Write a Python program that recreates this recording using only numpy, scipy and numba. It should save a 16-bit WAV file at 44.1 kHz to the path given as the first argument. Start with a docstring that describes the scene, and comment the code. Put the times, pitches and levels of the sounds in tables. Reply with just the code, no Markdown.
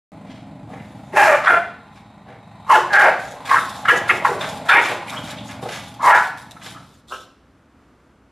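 """Two corgis quarrel in a hard tiled room: after a short silence, a low growl of slow flaps runs on until
about 7 s, over quiet air with a faint hum. From 1.15 s ten hoarse barks and snaps burst out: rough fold pulses
ringing through throat resonances. Huffs and rasps are resonant noise; grainy paw scuffs and claw ticks
thicken from 3.15 s. Two soft woofs follow, the last at 7.1 s. Reflections and a tail set each source in the room.
At the microphone the treble differs between left and right, and the phone's limiter holds the barks down."""
import sys
import numpy as np
from scipy import signal
from scipy.fft import rfft, irfft, next_fast_len
from scipy.io import wavfile
from scipy.ndimage import uniform_filter1d, minimum_filter1d
from numba import njit

SR = 44100
rng = np.random.default_rng(int(sys.argv[2]) if len(sys.argv) > 2 else 0)


def wrap_up_sound(samples):
    """Save the sound to the file named by the first command line argument, as 16-bit audio."""
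    columns = np.atleast_2d(samples).T
    # keep every value between -1 and 1, then stretch to whole-number steps
    tamed = np.clip(columns, -1, 1)
    steps = np.round(tamed * 32767).astype(np.int16)
    wavfile.write(sys.argv[1], SR, steps)


N = 366471
TIME = np.arange(N) / SR


def undb(db):
    """Decibels to gain."""
    return 10 ** (np.asarray(db) / 20)


def unit(x):
    """Scale to rms 1."""
    return x / np.sqrt(np.mean(x ** 2))


def even(x, span_s):
    """Hold the rms near 1 over span_s, keeping the faster grain."""
    size = max(int(span_s * SR), 8)
    power = uniform_filter1d(uniform_filter1d(x ** 2, size), size)
    return x / np.sqrt(np.abs(power) + 1e-14)


def curves(rows, t):
    """The columns of a table at times t, drawn as straight lines from row to row."""
    s, *columns = np.transpose(rows)
    return [np.interp(t, s, c) for c in columns]


def wobble(n, rate_hz):
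    """Smooth random motion of spread near 1, with rate_hz new targets a second."""
    at = np.arange(n) * rate_hz / SR
    return 1.2 * np.interp(at, np.arange(n), rng.standard_normal(n))


def swell(t, length_s, attack_s, release_s, fade_db):
    """Attack, a hold that fades by about fade_db, release."""
    rise = np.sin(np.pi / 2 * np.clip(t / attack_s, 0, 1)) ** 2
    fall = np.clip((length_s - t) / release_s, 0, 1)
    return rise * fall * undb(-fade_db * np.clip((t - attack_s) / length_s, 0, 1))


def colour(x, points):
    """Shape a sound by (Hz, dB) points; rms 1."""
    hz, db = np.transpose(points)
    size = next_fast_len(len(x))
    f = np.maximum(np.fft.rfftfreq(size, 1 / SR), 1)
    gain = undb(np.interp(np.log(f), np.log(hz), db))
    return unit(irfft(rfft(x, size) * gain, size)[:len(x)])


@njit
def svf(x, hz, width):
    """State-variable band-pass with moving centre and width."""
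    y, b, l = np.empty(len(x)), 0., 0.
    for i in range(len(x)):
        g, k = np.tan(np.pi * hz[i] / SR), width[i] / hz[i]
        v = (b + g * (x[i] - l) + 1e-18) / (1 + g * (g + k))
        b, l, y[i] = 2 * v - b, l + 2 * g * v, k * v
    return y


def resonate(x, hz, width):
    """A steep resonance: the band-pass twice."""
    hz, width = hz * np.ones(len(x)), width * np.ones(len(x))
    return svf(svf(x, hz, width), hz, width)


def add(out, s, x):
    """Mix x into out from time s."""
    i = int(s * SR)
    out[i:i + len(x)] += x[:N - i]


# bands that waver in hisses and scuffs: centre_hz
TREBLE_BANDS = (3500, 6500, 10500)


def restless(x, drift_db=2.5, rate_hz=25):
    """Let the treble bands of a scrape or hiss rise and fall on their own."""
    drifts = [resonate(x, hz, hz / 2) * (undb(drift_db * wobble(len(x), rate_hz)) - 1) for hz in TREBLE_BANDS]
    return x + sum(drifts)


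# decay of the tiled room: band_hz, time_to_fall_60_db_s
ROOM_DECAY = [(150, 0.57), (500, 0.53), (1400, 0.49), (3700, 0.62), (10000, 0.37)]


def room(x, wet_db, early_db=-6, early_s=0.0062, build_s=0.0096):
    """Direct sound, quick reflections off floor and walls, and a diffuse tail; more wet_db sits deeper."""
    t = TIME[:SR]
    f, s, bins = signal.stft(rng.standard_normal(SR), SR, nperseg=256)
    hz, t60 = np.transpose(ROOM_DECAY)
    t60_at_f = np.interp(np.log(f + 1), np.log(hz), t60)[:, None]
    decay = np.exp(-np.log(1000) * s / t60_at_f)
    tail = signal.istft(bins * decay)[1][:SR] * (1 - np.exp(-t / build_s))
    early = rng.standard_normal(SR) * (rng.random(SR) < .02) * np.exp(-t / early_s)
    response = (undb(wet_db) * unit(tail) + undb(early_db) * unit(early)) / np.sqrt(SR)
    response[0] += 1  # direct sound
    return signal.fftconvolve(x, response / np.linalg.norm(response))[:N]  # response keeps unit energy


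# spectrum of the room air: band_hz, gain_db
AIR_COLOUR = [(30, -16.5), (65, 3.5), (110, -2), (160, -3), (260, 0.5), (400, -7), (800, -11.5),
              (1300, -11), (2000, -19), (4000, -29), (8000, -35.5), (13000, -43)]
# steady hum tones: pitch_hz, level_db
HUM_TONES = [(60, -68), (100, -70), (276, -68)]
AIR_DB = -54


def background():
    """Quiet room air, shaped noise whose level drifts slightly, with a faint hum of steady sines."""
    hum = sum(undb(db) * unit(np.sin(2 * np.pi * hz * TIME)) for hz, db in HUM_TONES)
    air = colour(rng.standard_normal(N), AIR_COLOUR)
    return air * undb(AIR_DB + wobble(N, 7.8)) + hum


# paws scuffing on the tiles: start_s, length_s, level_db
PAW_SCUFFS = [(.3, .12, -67), (.68, 0.8, -60.5), (1.917, 0.12, -62), (2.265, .07, -64.5),
              (3.18, 0.19, -47.5), (3.443, 0.17, -41), (3.566, 0.28, -41), (3.843, 0.16, -52.5),
              (3.957, 0.05, -30), (4.07, 0.14, -37.5), (4.234, 0.15, -39), (4.381, 0.24, -41),
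              (4.645, 0.25, -44.5), (4.805, 0.18, -37.5), (5.065, 0.18, -42.5), (5.226, 0.13, -43.5),
              (5.432, 0.15, -50.5), (5.608, 0.2, -44.5), (5.704, 0.23, -47), (6.015, 0.09, -33.5),
              (6.12, 0.19, -39.5), (6.367, 0.092, -50.5), (6.617, 0.14, -43.5), (7.07, 0.19, -48.5)]
# single claw ticks: start_s, level_db (at the onset)
CLAW_TICKS = [(3.694, -27), (4.49, -25.5), (4.5744, -39.5), (5.097, -26.5), (5.308, -26), (5.512, -32),
              (5.9409, -36.5), (6.3748, -34.5), (6.5105, -31)]
# spectrum of scuffs and ticks: band_hz, gain_db
TILE_COLOUR = [(1500, -14.5), (3500, 6.5), (5500, 2), (8000, -1), (11000, -4.5), (13000, -7.5)]
# light footwork between the scuffs: start_s, end_s
SHUFFLE_SPAN = (3.15, 7.0)
SHUFFLE_DB = -59.5
SCUFF_ATTACK_S, SCUFF_RELEASE_S, SCUFF_FADE_DB = 0.017, 0.05, 5.5


def paws(grain_db=3.5, uneven_db=0.5, tick_s=0.0026):
    """Pads and claws drag unevenly over the tiles in fine grains; single claws tick."""
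    drag = undb(SHUFFLE_DB) * (TIME > SHUFFLE_SPAN[0]) * (TIME < SHUFFLE_SPAN[1])
    for s, length, db in PAW_SCUFFS:
        scuff = swell(TIME[:SR // 2], length, SCUFF_ATTACK_S, SCUFF_RELEASE_S, SCUFF_FADE_DB)
        add(drag, s, undb(db) * scuff)
    grain = undb(grain_db * wobble(N, 700) + uneven_db * wobble(N, 60))
    grit = colour(rng.standard_normal(N) * grain, TILE_COLOUR)
    out = restless(grit) * drag
    t = TIME[:SR // 20]
    for s, db in CLAW_TICKS:
        tick = colour(rng.standard_normal(len(t)), TILE_COLOUR) * np.exp(-t / tick_s)
        add(out, s, undb(db) * tick)
    return out


# course of one continuous growl, also under the barks:
# time_s, chest_level_db, mouth_level_db, mouth_resonance_hz
GROWL_COURSE = [
    [(0.13, -40, -46, 725), (0.786, -37, -48, 700), (1.08, -40.5, -45, 730)],
    [(1.92, -48, -50, 920), (2.362, -44.5, -52, 800), (2.63, -44.5, -44.5, 910)],
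    [(3.32, -43.5, -38, 644), (3.37, -47, -37.5, 830), (3.44, -42.5, -37.5, 865)],
    [(4.45, -36.5, -31, 734), (4.6, -34.5, -35.5, 690), (4.65, -45, -33, 710)],
    [(5.05, -42, -36.5, 932), (5.19, -34, -38, 698), (5.96, -42.5, -45.5, 860)],
    [(6.45, -48.5, -51, 830), (6.768, -42, -47.5, 888), (7.0, -80, -84.5, 820)],
]
# it moves from throat into nose and back: time_s, throat_over_chest_db, nose_over_mouth_db
GROWL_SEAT = [(1.1, -6.5, -21), (1.8, -14, -14.5), (2.65, -25, -15.5), (3.3, -7.5, -21.5),
              (7.0, -6.5, -22.5)]
# spectrum of the chest: band_hz, gain_db
CHEST_COLOUR = [(25, -48.5), (45, -24), (75, -7), (105, -1), (150, 2), (205, 0.5), (270, -11), (420, -26),
                (600, -35.5), (1500, -69)]
# nose resonances: centre_hz
NOSE_RESONANCES = (1800, 3830)
THROAT_HZ = 267


def growl(rate_hz=23.3, ring_s=0.015, teeth_db=-17):
    """Slow flaps of the slack folds thump the chest and throat, and puff through the nose and half-open mouth."""
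    chest_db, mouth_db, mouth_hz = curves(np.vstack(GROWL_COURSE), TIME)
    throat_db, nose_db = curves(GROWL_SEAT, TIME)
    cycle = np.cumsum(rate_hz * (1 + .09 * wobble(N, 20))) / SR
    flaps = np.diff(np.floor(cycle), prepend=0)  # one click a cycle
    puffs = rng.standard_normal(N) * (np.exp(-(cycle % 1) / rate_hz / ring_s) + 0.082)
    thumps = 0.85 * unit(flaps) + unit(puffs)
    throat = undb(throat_db) * unit(resonate(thumps, THROAT_HZ, 77))
    chest = even(colour(thumps, CHEST_COLOUR) + throat, 0.43)
    breathy = unit(puffs) + .5 * rng.standard_normal(N)
    mouth = even(resonate(breathy, mouth_hz, 560), 0.027)
    mouth += undb(teeth_db) * unit(resonate(breathy, 1300, 1700))
    mouth += undb(-22) * unit(resonate(breathy, 6600, 6000))
    nose = undb(nose_db) * sum(unit(resonate(breathy, hz, 500)) for hz in NOSE_RESONANCES)
    fade = np.interp(TIME, [6.9, 7.3], [1, 0])
    return fade * (chest * undb(chest_db) + (mouth + nose) * undb(mouth_db))


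def rasp(length, db, hz, width, rasp_db=4.0, attack_share=.22, release_share=0.4, fade_db=3):
    """A short rasping puff: flickering noise through one mouth resonance."""
    n = int(length * SR)
    air = resonate(rng.standard_normal(SR // 2), hz, width) * undb(rasp_db * wobble(SR // 2, 180))
    envelope = swell(TIME[:n], length, attack_share * length, release_share * length, fade_db)
    return undb(db) * unit(air[:n] * envelope)


# huffs, rasps and squeaks: start_s, length_s, level_db, resonance_hz, width_hz (of each filter pass)
MOUTH_HUFFS = [(0.25, 0.2, -52.5, 2340, 2440), (0.682, 0.12, -40.5, 650, 496),
               (0.684, 0.27, -51, 1950, 910), (1.126, 0.09, -30, 385, 400), (1.433, 0.045, -21, 1260, 1100),
               (1.458, 0.021, -32, 3380, 454), (1.953, 0.037, -49, 1400, 2570),
               (2.254, 0.13, -44.5, 615, 607), (2.26, 0.12, -52, 1820, 900),
               (2.925, 0.057, -26.5, 4030, 2210), (3.445, 0.12, -30, 1440, 2196),
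               (3.851, 0.011, -17.5, 1380, 802), (4.398, 0.078, -28, 1460, 1675),
               (4.405, 0.03, -32.5, 3620, 401), (4.682, 0.056, -23.5, 3260, 1400),
               (4.828, 0.11, -28, 1490, 1930), (4.884, 0.059, -24.5, 580, 1010),
               (5.066, 0.049, -36, 2320, 698), (5.091, 0.12, -32.5, 1020, 911),
               (5.158, 0.037, -34, 3130, 375), (5.244, 0.12, -38, 1730, 2530),
               (5.365, 0.056, -42, 3300, 900), (5.475, 0.092, -40, 1450, 1800),
               (5.617, 0.075, -29, 600, 600), (5.674, 0.14, -34.5, 1680, 2640),
               (5.991, 0.043, -29, 920, 400), (6.608, 0.094, -39, 1400, 2970),
               (6.735, 0.078, -43.5, 1280, 295), (7.124, .06, -53, 5540, 700)]
GRUNT_HZ, GRUNT_WIDTH_HZ, GRUNT_S = 478, 460, .075


def huffs():
    """Snarls and puffs of mouth noise, and a chesty grunt as the jaw closes on each bark."""
    out = np.zeros(N)
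    for s, length, _, closes_at, *_, grunt_db in BARK_CALLS:
        add(out, s + closes_at * length, rasp(GRUNT_S, grunt_db, GRUNT_HZ, GRUNT_WIDTH_HZ))
    for s, length, db, hz, width in MOUTH_HUFFS:
        add(out, s, rasp(length, db, hz, width))
    return out


def folds(pitch, rough):
    """Unsteady pulses of the vocal folds and the air they chop; gives the sound and its phase."""
    n = len(pitch)
    rough = np.clip(rough, .22, .8)
    jitter = rough * (.11 * wobble(n, 350) + .04 * wobble(n, 90))
    phase = 2 * np.pi * np.cumsum(pitch * (1 + jitter)) / SR
    shimmer = undb(7 * rough * wobble(n, 400))
    # strong and weak cycles alternate, which adds lines halfway between the harmonics
    alternation = 1 + .5 * np.cos(phase / 2)
    pulses = unit(sum(np.cos(k * phase) for k in range(1, 7)) * alternation * shimmer)
    air = unit(resonate(rng.standard_normal(n), 1200, 5700) * (1 + 0.6 * np.cos(phase)))
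    return np.sqrt(1 - rough ** 2) * pulses + rough * air, phase


# ten barks and snaps, then two soft woofs; open/closed pairs are for the jaw open, then closed:
# start_s, length_s, attack_s, jaw_closes_at (share of length), level_db, fade_db,
# roughness open/closed (share, held to 0.22-0.8), pitch_hz open/closed,
# first_resonance_hz open/closed, second_resonance_hz open/closed, second_over_first_db open/closed,
# third_resonance_hz, third_over_both_db open/closed, hiss_db (over the voice effort), grunt_db
BARK_CALLS = [ (1.150, 0.21, 0.034, 0.53, -7, 5, .68, 0.41, 857.3, 561.8, 777, 695, 1760, 1500, -3.5, -2.5, 2455, -11, -14, -14, -32),
              (1.461, 0.14, 0.016, 0.21, -7.5, 11, 0.76, 0.3, 805, 685.3, 945, 810, 1500, 1350, 15, 1, 2570, -29, -18.5, -24.5, -27.5),
              (2.69, 0.083, 0.022, 0.54, -2, 4.1, 0.54, 0.52, 1050, 718.4, 1030, 780, 1520, 1460, -17.5, 3.5, 2850, -24.5, -14.5, -21, -24),
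              (2.921, .190, 0.028, 0.61, -3, 13.4, 0.44, 0.74, 785, 750.3, 695, 724, 1600, 1580, 6.5, -6, 2365, -15.5, -13.5, -19.5, -27.5),
              (3.500, 0.097, 0.017, 0.57, -8, 9, 0.49, 0.95, 1052, 1281, 1074, 1210, 1480, 1430, -10, 2, 2220, -39, -17, -21, -39.5),
              (3.874, 0.057, 0.025, .6, -2, 8, 0.62, 0.63, 720.3, 622, 1355, 1000, 1620, 1700, -5, 18.5, 3050, -15.5, -21, -21.5, -23.5),
              (4.083, 0.046, 0.017, 0.35, -11.5, 3.9, 0.64, 0.64, 697, 642, 1410, 1200, 1590, 1750, -4.5, 2, 2410, -11, -2.5, -26, -27.5),
              (4.242, 0.058, 0.014, 0.57, -11.5, 13, 0.44, 0.81, 1019, 706, 1010, 930, 1620, 1580, -6, 2, 2170, -30.5, -10, -21.5, -27.5),
              (4.684, 0.12, 0.008, .45, -4.5, 7, .8, 0.47, 679.5, 911, 1080, 930, 1400, 1790, 6.5, 1.5, 2037, -10.5, -1.5, -23, -24),
              (6.032, 0.16, 0.048, 0.51, -0.5, 17.3, 0.57, 0.56, 1067, 750, 970, 760, 1500, 1480, -12, 7.5, 2270, -22, -11.5, -20.5, -38),
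              (6.562, 0.024, 0.0078, .5, -37.5, 3, 0.38, 0.29, 433, 442, 863, 867, 1300, 1320, 5, 8, 1760, -18, -18, -28, -75),
              (7.102, 0.075, 0.02, 0.16, -31, 5.4, .3, 0.27, 247.6, 261.8, 480, 487, 1220, 1300, 0, 11, 2900, -34, -9.5, -10, -46.5),
              ]
# spectrum of the mouth hiss: band_hz, gain_db
HISS_COLOUR = [(25, -20), (80, -2), (250, 3), (480, 10), (800, 3.5), (2500, -9), (3100, -7), (4200, -3),
               (5200, -5), (7000, -5.5), (13000, -12.5)]
RELEASE_S = 0.017
LEAD_S, LEAD_DB = .03, -22  # the voice starts softly before the bark bursts out
FIRST_WIDTH_HZ = 637
JAW_TURN = .1  # time scale of the jaw's closing, as a share of a bark's length
BITE_DB, BITE_S = 2.5, 0.0066  # the pent-up air overshoots at the end of the attack: height and half-width


def bark(row, flutter_db=3.5, second_width_hz=700, third_width_hz=700, hiss_fall_db=42):
    """The folds ring three throat resonances; pitch and the lower two slide as the jaw closes; gives voice, hiss."""
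    (_, length, attack, closes_at, level_db, fade_db, rough_a, rough_b, pitch_a, pitch_b, hz1_a, hz1_b,
     hz2_a, hz2_b, second_a, second_b, hz3, third_a, third_b, hiss_db, _) = row
    t = TIME[:SR // 3] - LEAD_S
    closing = (1 + np.tanh((t / length - closes_at) / JAW_TURN / 2)) / 2

    def jaw(opened, closed):
        """Slide from the open to the closed value."""
        return opened + (closed - opened) * closing

    source, phase = folds(jaw(pitch_a, pitch_b), jaw(rough_a, rough_b))
    second = undb(jaw(second_a, second_b))
    first = 1 / np.hypot(1, second)  # the first two together keep their power
    throat = [(jaw(hz1_a, hz1_b), FIRST_WIDTH_HZ, first),
              (jaw(hz2_a, hz2_b), second_width_hz, first * second),
              (hz3, third_width_hz, undb(jaw(third_a, third_b)))]
    voice = 0
    for hz, width, gain in throat:
        ringing = resonate(resonate(source, hz, 2 * width), hz, width)
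        voice = voice + gain * even(ringing, .012)
    lead = undb(LEAD_DB) * np.interp(t, [-LEAD_S, 0, attack], [0, 1, 0])
    bite = undb(BITE_DB * np.exp(-((t - attack) / BITE_S) ** 2))
    effort = undb(level_db) * (lead + swell(t, length, attack, RELEASE_S, fade_db))
    # the air rushes hardest as the mouth opens, then falls by hiss_fall_db a second; the folds chop it
    chopped = rng.standard_normal(len(t)) * (1 + 0.75 * np.cos(phase))
    hiss = colour(chopped, HISS_COLOUR) * undb(hiss_db - hiss_fall_db * t)
    shudder = undb(flutter_db * wobble(len(t), 130))  # from loose tissue
    return voice * effort * bite * shudder, restless(hiss) * effort


# treble that differs between left and right: band_hz, gain_db
SIDE_TREBLE = [(2800, -80.5), (4000, -9.5), (8000, -1.5), (13000, -16.5)]


def scene():
    """Both dogs in the room, each layer with its own share of reflections; left and right differ in treble."""
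    voices, hisses = np.zeros(N), np.zeros(N)
    for row in BARK_CALLS:
        voice, hiss = bark(row)
        add(voices, row[0] - LEAD_S, voice)
        add(hisses, row[0] - LEAD_S, hiss)
    mid = room(voices, wet_db=-8)
    mid += room(hisses + huffs(), wet_db=-2.5)
    mid += room(growl(), wet_db=0.5, early_db=-6.5)
    mid += room(paws(), wet_db=-6, early_db=1)
    mid += background()
    # scattered treble reaches the two sides unrelated
    treble = signal.sosfilt(signal.butter(10, 3900, "high", fs=SR, output="sos"), mid)
    envelope = np.sqrt(np.abs(uniform_filter1d(treble ** 2, size=SR // 200)))
    side = undb(-7.5) * envelope * colour(rng.standard_normal(N), SIDE_TREBLE)
    return np.array([mid + side, mid - side])


TOP_HZ = 13150
START_S = .119  # silence until here


def record(dry):
    """The phone's fast look-ahead limiter, then the treble cut-off."""
    ceiling, size = .92, int(.007 * SR)
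    gain = np.minimum(1, ceiling / (np.abs(dry).max(axis=0) + 1e-9))
    gain = uniform_filter1d(minimum_filter1d(gain, size), size)
    limited = dry * gain * (TIME > START_S)
    return signal.sosfilt(signal.ellip(10, .2, 80, TOP_HZ, fs=SR, output="sos"), limited)


dry = scene()
out = record(dry)
wrap_up_sound(out)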